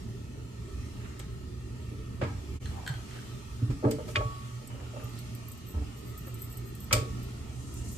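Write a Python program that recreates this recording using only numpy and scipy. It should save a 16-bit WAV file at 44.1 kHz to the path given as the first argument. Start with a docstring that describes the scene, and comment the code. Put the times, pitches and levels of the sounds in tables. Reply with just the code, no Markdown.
"""A plastic colander of rice knocks against a pot in a steel kitchen sink: noise bursts shake the plastic wall,
fading sine waves ring the sink sheet and the pot, and sharp snaps and low thuds join them. A pan is set down
further off, bracelet beads tick in high resonances, and hands slide as swelling grainy noise.
Behind them a fan hums and hisses in a small tiled kitchen. Once the level dips briefly, and the hiss is a
little louder afterwards."""
import sys
import numpy as np
from scipy import signal
from scipy.fft import rfft, irfft, next_fast_len
from scipy.io import wavfile
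from scipy.ndimage import uniform_filter1d, map_coordinates

SR = 44100
rng = np.random.default_rng(int(sys.argv[2]) if len(sys.argv) > 2 else 0)


def int16_out(signal):
    """Quantize to a 16-bit WAV file."""
    q = np.round(np.clip(np.atleast_2d(signal).T, -1, 1) * 32767)
    wavfile.write(sys.argv[1], SR, q.astype(np.int16))


N = 351824  # length in samples


def amp(db):
    """Turns a level in dB into a gain."""
    return 10 ** (np.asarray(db) / 20)


def unit(x):
    """Scales a sound to rms 1."""
    return x / np.sqrt(np.mean(x ** 2) + 1e-20)


def peaked(x, db):
    """Scales a sound to a peak level in dB."""
    return amp(db) * x / np.abs(x).max()


def along(points, hz):
    """Reads a curve of (Hz, value) points on a log frequency axis."""
    f, v = np.transpose(points)
    return np.interp(np.log(hz + 1), np.log(f + 1), v)


def wobble(rate, size=N):
    """Draws a smooth random curve with 'rate' random points a second."""
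    knots = rng.standard_normal(int(size * rate / SR) + 4)
    return map_coordinates(knots, [np.arange(size) * rate / SR])


def filtered(x, response):
    """Multiplies the spectrum of x by a response, given as a function of frequency."""
    n = x.shape[-1]
    m = next_fast_len(n + 8192)  # spare room for the filter to ring out
    return irfft(rfft(x, m) * response(np.fft.rfftfreq(m, 1 / SR)), m)[..., :n]


def resonances(peaks):
    """Response of a body with (Hz, width Hz, dB) resonances, which ring only after the push."""
    def response(f):
        total = 0
        for k, (centre, width, db) in enumerate(peaks):
            peak = 1j * f * width / (centre * centre - f * f + 1j * f * width)
            total = total + (-1) ** k * amp(db) * peak  # neighbours have opposite signs
        return total
    return response


# How alike the background noise is on the left and right.
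# Each row: frequency in Hz, likeness (1 is the same, 0 is unrelated).
LIKENESS = [(25, 0.82), (60, 1), (130, 0.9), (290, 1), (640, 0), (1400, 0.02)]


def rush(response, patchy_db=0):
    """Stereo noise of rms 1 in patches of random gain, alike in the bass and unrelated in the treble."""
    z = signal.stft(rng.standard_normal((2, N)), nperseg=2048)[2]
    patches = uniform_filter1d(rng.standard_normal(z.shape[1:]), size=5, axis=0)
    patches = uniform_filter1d(patches, size=5, axis=1)
    pair = signal.istft(z * amp(patchy_db * unit(patches)), nperseg=2048)[1][:, :N]

    def middle_and_side(hz):
        turn = np.arccos(np.clip(along(LIKENESS, hz), -1, 1)) / 2
        return response(hz) * [np.cos(turn), np.sin(turn)]
    mid, side = filtered(pair, middle_and_side)
    return unit(np.array([mid + side, mid - side]))


def wavering(peaks, waver_db):
    """Narrow bands of noise, each swelling and fading on its own."""
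    total = 0
    for hz, width, db in peaks:
        total = total + amp(db + waver_db * wobble(4.0)) * rush(resonances([(hz, width, 0)]))
    return total


LAG_S = .00029  # knocks and rings arrive this much later on the left


def lagged(f):
    """Delays the left side only, by turning its phase."""
    return np.exp(-2j * np.pi * f * LAG_S * np.array([[1], [0]]))


def ring(modes, t, scatter_db, colour_db, rise, blur):
    """Fading sine waves of a struck body, with random strengths and wandering phase, later on the left."""
    shifted = t - LAG_S / 2 * np.array([[1], [-1]])
    total = 0
    for hz, db, t60 in modes:
        level = db + colour_db(hz) + rng.normal(0, scatter_db)
        phase = 2 * np.pi * hz * shifted + blur * wobble(47.8, size=len(t))
        total = total + amp(level - 60 * t / t60) * np.sin(phase)
    return total * (1 - np.exp(-(t / rise) ** 2))


def burst(t, t60, alike, rise=0.00022):
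    """A stereo rattle of noise that rises fast and dies; 'alike' is the share common to both sides."""
    noise = rng.standard_normal((3, len(t)))
    mixed = alike * noise[2] + (1 - alike) * noise[:2]
    return (1 - np.exp(-(t / rise) ** 2)) * amp(-60 * t / t60) * mixed


# How long the tiled kitchen echoes. Each row: frequency in Hz, time to fall by 60 dB in seconds.
ECHO_TIMES = [(200, 0.62), (1000, 0.29), (4000, 0.31), (12000, 0.2)]


def echoed(x, wet_db):
    """Adds the kitchen's answer: a noise tail in which each frequency dies at its own speed."""
    hz, t, z = signal.stft(rng.standard_normal((2, SR // 3)), SR, nperseg=256)
    fading = amp(-60 * t / along(ECHO_TIMES, hz)[:, None])
    tail = signal.istft(z * fading, SR, nperseg=256)[1]
    delayed = np.pad(x, ((0, 0), (250, 0)))  # the answer starts 250 samples late
    wet = signal.fftconvolve(delayed, tail / np.linalg.norm(tail[0]), axes=1)
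    return x + amp(wet_db) * wet[:, :x.shape[1]]


def add(out, s, x, pan_db=0):
    """Places a stereo sound at s seconds; a positive pan_db leans left."""
    part = out[:, round(s * SR):][:, :x.shape[1]]
    part += (x * amp([[pan_db / 2], [-pan_db / 2]]))[:, :part.shape[1]]


# Tone colour of the low rumble. Each row: frequency in Hz, relative level in dB per Hz.
RUMBLE_COLOUR = [(15, -48), (27, -8), (40, -15), (58, 1.5), (90, -1), (123, -25.5), (147, -10), (236, -13),
                 (333, -18), (400, -15.5), (500, -27), (700, -37), (1500, -120)]
# Room resonances that the fan excites. Each row: frequency in Hz, width in Hz, relative level in dB.
ROOM_BOOM = [(196, 8.7, 0), (234.3, 10.4, 0), (286.5, 12, -3), (368.3, 10.2, -3), (438, 26, -11.5),
             (622, 18, -22.5)]
# The fan's hum. One row: frequency in Hz, width of its blurred part in Hz, level of the blurred part in dB,
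# middle level of the steady part in dB.
FAN_HUM = (119, 14, -42.5, -49.5)
# Tone colour of the hiss. Each row: frequency in Hz, relative level in dB per Hz.
HISS_COLOUR = [(300, -23), (450, -25), (610, -6), (760, -14), (877, -7.5), (1010, -12.5), (1260, -4.5),
               (1650, -22.5), (1830, -14.5), (2140, -13), (2800, -10.5), (3660, -15.5), (7400, -16),
               (9500, -21), (11500, -26), (14300, -25.5), (15300, -52)]
# Blurred fan tones. Each row: frequency in Hz, width in Hz, relative level in dB.
FAN_WHINE = [(1300, 20, -4), (1830, 59, -3.5), (3290, 85, -17), (4170, 70, -9)]
# The brief dip in level. One row: its middle in seconds, half its length in seconds.
DIP = (2.594, .035)
RUMBLE_DB, BOOM_DB, WHINE_DB = -41.5, -59, -63
HISS_DB, HISS_STEP_DB = -55.5, 2  # the step lifts the hiss after the middle of the dip


def room_tone():
    """Fan rumble with its hum and the room's boom, and the hiss of air and microphone with the fan's whine."""
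    t = np.arange(N) / SR
    rumble = amp(RUMBLE_DB + 2.0 * wobble(2.632)) * rush(lambda f: amp(along(RUMBLE_COLOUR, f)), patchy_db=2.5)
    rumble += amp(BOOM_DB) * wavering(ROOM_BOOM, waver_db=2.5)

    hz, width, blurred_db, steady_db = FAN_HUM
    hum = amp(blurred_db) * rush(lambda f: resonances([(hz, width, 0)])(f) ** 2)
    hum += amp(steady_db + 4.2 * wobble(23.0)) * np.sin(2 * np.pi * hz * t + 0.12 * wobble(3.4))

    hiss_db = HISS_DB + HISS_STEP_DB * (t > DIP[0])
    hiss = amp(hiss_db + 1.17 * wobble(3.716)) * rush(lambda f: amp(along(HISS_COLOUR, f)), patchy_db=2.86)
    hiss += amp(WHINE_DB) * wavering(FAN_WHINE, waver_db=1.5)

    # rumble and hum are 2 dB softer on the left and 18 samples later on the right
    left, right = rumble + hum
    return np.array([amp(-2.0) * left, np.roll(right, shift=18)]) + hiss


# Hands and plastic rubbing. Each row: time of the fullest swell in seconds, fade in seconds,
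# level in dB before the swell shapes it, centre in Hz, width as a share of the centre.
HAND_RUBS = [(1.1, 0.22, -58.5, 1560, 1.1), (2.79, 0.17, -49, 800, 0.66), (3.149, 0.16, -55, 1610, 2.1),
             (3.638, 0.095, -58, 1290, 0.35), (4.099, 0.057, -56, 7000, 1.4),
             (4.72, 0.086, -62, 2970, 0.095), (4.72, 0.056, -62, 1250, .3),
             (4.85, 0.081, -59.5, 2760, 0.41), (4.93, 0.15, -60, 1360, 0.12), (4.8, 0.17, -54.5, 600, 1.5),
             (4.99, 0.066, -58.5, 2660, 0.13), (5.18, 0.038, -53.5, 3780, 0.84),
             (7.6, 0.31, -59.5, 7000, 0.6), (7.76, .07, -53.5, 7700, 0.39), (7.92, 0.58, -53, 7300, 0.57)]
RUB_RISE = .55  # length of the swell as a share of the fade


def sliding():
    """Grainy friction: noise in uneven lumps that swells and fades around one resonance."""
    out, t = np.zeros((2, N)), np.arange(SR) / SR - .4  # time 0 is the fullest point
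    for s, fade, db, hz, share in HAND_RUBS:
        lumps_db = 2.3 * wobble(70, size=SR) + 2 * wobble(22, size=SR)
        grains = rng.standard_normal((2, SR)) * amp(lumps_db)
        swell = np.exp(-(t / np.where(t < 0, RUB_RISE * fade, fade)) ** 2)
        body = resonances([(hz, share * hz, 0)])
        rub = unit(filtered(grains, lambda f: body(f) ** 2))
        add(out, s + t[0], amp(db) * swell * rub)
    return out


# Clicks of single bracelet beads. Each row: start in seconds, peak of the click in dB before the echo,
# peak of the upper ring in dB over the click.
BEAD_TICKS = [(1.193, -39, -18), (2.874, -42, -3), (3.909, -34, -15), (4.6734, -38, -17), (5.0374, -51, 6),
              (5.0923, -54, 2), (5.188, -44, -1), (5.349, -41.5, 1), (5.4824, -49, 11), (5.517, -38, -6),
              (5.5742, -51, 4), (6.1762, -43.5, 5), (6.2701, -45, -12), (6.342, -41.5, 1),
              (6.3889, -49, -10), (6.4183, -45.5, 13), (6.526, -43, -22), (6.571, -39, -2),
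              (6.7507, -41, -5), (6.8027, -43, 3), (6.8423, -46, -10), (7.228, -50, 3), (7.7393, -45, -1),
              (7.9144, -48, 2), (7.9265, -45, 0)]
# The lower and the upper ring of the beads. Each row: frequency in Hz, width in Hz.
BEAD_RINGS = [(8000, 280), (13300, 150)]
# Short shivers of many beads while the colander is shaken. Each row: middle in seconds,
# level of the upper ring in dB before the swell and the echo.
BEAD_SHIVERS = [(5.7, -55), (5.99, -64), (6.09, -57), (6.201, -63), (6.282, -58), (6.427, -51),
                (6.521, -56), (6.678, -59), (6.832, -56)]
BEAD_T60_S, LOWER_RING_DB = 0.079, -5  # fall of the rattle by 60 dB; lower ring against the click
SHIVER_HALF_S, SHIVER_LOWER_DB = .033, -4  # half width of the swell; lower ring against the upper


def bracelet():
    """Tiny hard beads click, and rattle in two high resonances."""
    out, t = np.zeros((2, N)), np.arange(SR // 6) / SR
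    lower, upper = (resonances([(hz, width, 0)]) for hz, width in BEAD_RINGS)
    for s, db, upper_db in BEAD_TICKS:
        low, high = 1 + 0.06 * rng.standard_normal(2)  # no two beads click alike
        snap = resonances([(8500 * low, 1500, 0), (12900 * high, 2500, 0)])
        click = filtered(burst(t, 0.016, 0.9, 0.00059), lambda f: snap(f) ** 2)
        add(out, s, peaked(click, db))
        add(out, s, peaked(filtered(burst(t, BEAD_T60_S, 0.74), lower), db + LOWER_RING_DB))
        add(out, s, peaked(filtered(burst(t, BEAD_T60_S, 0.51), upper), db + upper_db))
    middle = t[-1] / 2
    for s, db in BEAD_SHIVERS:
        grains = rng.standard_normal((2, len(t))) * amp(1.6 * wobble(143, size=len(t)))
        shiver = amp(SHIVER_LOWER_DB) * unit(filtered(grains, lower))
        shiver = shiver + unit(filtered(grains[0], upper))  # the upper ring is the same on both sides
        swell = np.exp(-((t - middle) / SHIVER_HALF_S) ** 2)
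        add(out, s - middle, amp(db) * shiver * swell)
    return echoed(out, -13)


# A pan set down further off. Each row: start in seconds, peak in dB before the echo.
FAR_PAN_TAPS = [(2.6558, -34), (2.8622, -31), (2.8752, -24), (2.889, -34), (2.938, -35.5), (3.108, -42),
                (3.187, -41.5)]
# Resonances of that pan. Each row: frequency in Hz, width in Hz, relative level in dB.
PAN_BODY = [(1560, 170, 5), (2300, 1100, -12), (3190, 120, -1), (4200, 340, -6), (4940, 840, -14.5),
            (7800, 950, -12.5)]


def pan():
    """Dull metal taps: short noise bursts through the pan's resonances, partly heard through the room."""
    out, t = np.zeros((2, N)), np.arange(SR // 3) / SR
    for s, db in FAR_PAN_TAPS:
        tap = filtered(burst(t, 0.02, 0.7, 0.0015), resonances(PAN_BODY))
        add(out, s, echoed(peaked(tap, db), -2))
    return out


# Soft weight shifts that flex the sink floor. 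Each row: start in seconds, strength in dB before it
# rises and dies, pitch in Hz.
FLOOR_THUDS = [(2.218, -15, 123), (2.267, -22, 86.5), (2.892, -16, 134), (3.621, -8.5, 113),
               (3.689, -12, 124), (3.849, -7, 120), (3.7, -11, 45), (3.87, -20, 48), (3.947, -16, 124),
               (4.165, -11.5, 103), (4.191, -10, 49.3), (4.247, -15, 117.4), (4.8, -25, 107),
               (5.034, -20.5, 112), (5.734, -16, 89.5), (5.756, -7.5, 75.5), (5.8, -10, 73),
               (6.924, -9, 110), (6.94, -11, 51.4), (6.965, -13.5, 95), (7.005, -19.5, 128.5)]
THUD_RISE_CYCLES, THUD_T60_S = 1.6, 0.11  # build-up in cycles; fall by 60 dB in seconds


def thuds():
    """The sink floor swings a few times at a low pitch."""
    out, t = np.zeros((2, N)), np.arange(SR // 2) / SR
    for s, db, hz in FLOOR_THUDS:
        rise = 1 - np.exp(-(t * hz / THUD_RISE_CYCLES) ** 2)
        swing = rise * amp(db - 60 * t / THUD_T60_S) * np.sin(2 * np.pi * hz * t)
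        add(out, s, np.array([swing, swing]), -1.6)
    return out


# Colander against pot and sink. Each row: start in seconds, peak of the clack in dB before echo and panning,
# its lowest frequency in Hz, its treble slope in dB an octave, its time to fall by 60 dB in seconds,
# strength of the sink in dB, the sink pitch in Hz that the spot favours.
COLANDER_KNOCKS = [(1.192, -33, 800, 0.5, 0.042, -56, 392), (1.909, -54, 300, -6, .05, -50, 282),
                   (2.211, -28.5, 1400, -12.5, 0.082, -40, 517),
                   (2.219, -26.5, 710, -10.5, 0.11, -38.5, 308), (2.232, -32.5, 1300, -11, 0.078, -43, 388),
                   (2.247, -35, 1100, -11, .06, -49, 330), (2.256, -41, 600, -4, 0.51, -50.5, 300),
                   (3.612, -63, 300, -7, .046, -39, 257), (3.696, -36.5, 400, -1.5, 0.079, -41.5, 288),
                   (3.825, -34, 400, -22, 0.06, -40, 590), (3.838, -23, 700, -26, 0.076, -29.5, 384),
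                   (3.846, -34, 700, -14, 0.04, -37.5, 320), (3.869, -34, 600, -18, 0.11, -33, 624),
                   (3.885, -53, 400, -20, 0.045, -38.5, 232), (3.908, -28.5, 1290, 0.5, 0.058, -38.5, 433),
                   (3.982, -40, 400, -11, 0.055, -39, 514), (4.073, -36, 400, 1, 0.1, -43, 614),
                   (4.151, -29, 2400, -20, 0.02, -53, 433), (4.158, -24, 2500, -11, 0.019, -42, 430),
                   (4.163, -20.5, 2190, -13, 0.051, -45, 486), (4.184, -52, 600, -8, .046, -39.5, 430),
                   (4.204, -30.5, 800, -33, 0.047, -41.5, 570), (4.612, -52, 400, -21, 0.036, -58, 470),
                   (4.697, -43.5, 700, -7, .06, -61, 520), (4.742, -53, 400, -14, .05, -59, 560),
                   (4.8, -45, 400, -10, 0.06, -59, 620), (4.93, -55, 400, -15, .05, -48.5, 474),
                   (4.957, -41, 500, -19, 0.05, -49, 636), (4.99, -42, 400, -9, 0.062, -54, 600),
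                   (5.018, -48, 400, -12, .05, -54, 560), (5.735, -43, 300, -15, 0.059, -49, 300),
                   (5.765, -43, 300, -9, 0.08, -47, 330), (5.808, -45, 300, -12, 0.065, -53, 322),
                   (6.267, -41, 406, -6, 0.048, -53, 427), (6.908, -23.5, 1500, -14.5, 0.074, -45, 503),
                   (6.925, -9, 1180, 0, 0.021, -35.5, 490), (6.929, -10.5, 1490, 4, 0.018, -36.5, 473),
                   (6.933, -14.5, 1600, -4, 0.025, -37.5, 530), (6.951, -31, 400, -15, 0.054, -39.5, 553),
                   (6.989, -49, 400, -12, .06, -54, 488), (7.02, -40, 400, -11, .06, -44.5, 436)]
# Resonances of the plastic wall. Each row: frequency in Hz, width in Hz, relative level in dB.
PLASTIC_WALL = [(490, 74, 5), (850, 174, 13.5), (1300, 77, 16), (1642, 90, 9), (2250, 330, 6),
                (3250, 460, 2), (4800, 1100, -2), (7300, 910, -1.5), (8710, 520, -2), (13300, 1600, -11)]
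# Tones of the sink sheet. Each row: frequency in Hz, relative level in dB, time to fall by 60 dB in seconds.
SINK_SHEET = [(227, 12, 0.16), (287.3, 3, 0.49), (329, 12, 0.063), (360, 10.5, 0.074), (442, 1, 0.39),
              (500, 4.5, 0.15), (560, 11, 0.079), (600, 9, 0.15), (620, 6.5, 0.09), (766, -1, 0.063)]
# Hard edges meeting in one sharp snap. Each row: start in seconds, peak in dB before echo and panning,
# centre in Hz.
EDGE_SNAPS = [(2.2145, -30.5, 1190), (2.222, -28.5, 1700), (3.8451, -32, 800), (3.985, -41, 620),
              (4.1577, -14.5, 1770), (4.718, -49, 2200), (4.802, -44, 1800), (4.961, -54, 850),
              (5.0, -43, 1500), (5.02, -46, 1300), (6.91, -28, 1300), (6.9375, -19, 2300)]
# Tones of the pot. Each row: frequency in Hz, relative level in dB, time to fall by 60 dB in seconds
# before the grip shortens it.
POT_TONES = [(1126, 0, .95), (1303, -18, .3), (2090, -25, .6), (2200, 7, .06), (2466, 10, .055),
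             (2870, 3, .06), (3200, 2, .05), (3600, 7, .03), (4600, 4, .025)]
# Knocks that catch the pot's rim. Each row: start in seconds, ring in dB, time in seconds that the hand's
# grip leaves the first tone to fall by 60 dB, slope in dB an octave.
RIM_BLOWS = [(4.1572, -29.5, 0.85, -1), (4.1645, -46, 0.85, 2), (6.9095, -24, 0.55, -9),
             (6.93, -31, 0.55, -3)]
RISE_CYCLES, KNOCK_PAN_DB = 4.8, -0.5  # build-up in cycles of the lowest frequency; slightly to the right
SPOT_DB, SINK_RISE_S = -16.5, .006  # change of a sink tone one octave from the favoured pitch; build-up
SNAP_SHARE = .8  # width of a snap as a share of its centre


def knocks():
    """Each contact rattles the plastic wall and booms in the sink sheet; some snap or ring the pot."""
    out, t = np.zeros((2, N)), np.arange(SR) / SR
    short = t[:SR // 3]
    for s, db, low_hz, slope_db, t60, sink_db, spot_hz in COLANDER_KNOCKS:
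        def wall(f):
            # a softer contact passes less treble, a smaller one less bass
            treble = amp(slope_db * np.log2(1 + f / 700))
            bass = (f / (f - 1j * low_hz)) ** 4
            return resonances(PLASTIC_WALL)(f) * treble * bass * lagged(f)
        clack = filtered(burst(short, t60, 0.37, RISE_CYCLES / low_hz), wall)
        add(out, s, echoed(peaked(clack, db), -7.0), KNOCK_PAN_DB)
        spot_db = lambda hz: SPOT_DB * np.log2(hz / spot_hz) ** 2
        boom = ring(SINK_SHEET, short, 2.5, spot_db, SINK_RISE_S, blur=1.0)
        add(out, s, amp(sink_db) * boom, KNOCK_PAN_DB)
    for s, db, hz in EDGE_SNAPS:
        edge = resonances([(hz, SNAP_SHARE * hz, 0)])
        click = np.outer([1, 1], short == 0)  # a single sample
        snap = filtered(click, lambda f: edge(f) ** 3)
        add(out, s, echoed(peaked(snap, db), -15.5), KNOCK_PAN_DB)
    for s, db, held_s, slope_db in RIM_BLOWS:
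        colour_db = lambda hz: slope_db * np.log2(hz / 400)
        blow = ring(POT_TONES, t, 0.36, colour_db, rise=0.00036, blur=0.13)
        grip_db = -60 * t * (1 / held_s - 1 / POT_TONES[0][2])  # the hand makes every tone die sooner
        add(out, s, amp(db + grip_db) * blow, KNOCK_PAN_DB)
    return out


def scene():
    """Everything in the kitchen, with the brief dip to 3 percent of the level."""
    s, half = DIP
    fade = np.clip(np.abs(np.arange(N) / SR - s) / half, .03, 1)
    return fade * (room_tone() + sliding() + bracelet() + pan() + thuds() + knocks())


def record(dry):
    """The treble rolls off steeply around 14500 Hz, and nothing is kept from 16000 Hz up."""
    return filtered(dry, lambda hz: (hz < 16000) / np.sqrt(1 + (hz / 14500) ** 48))


dry = scene()
out = record(dry)
int16_out(out)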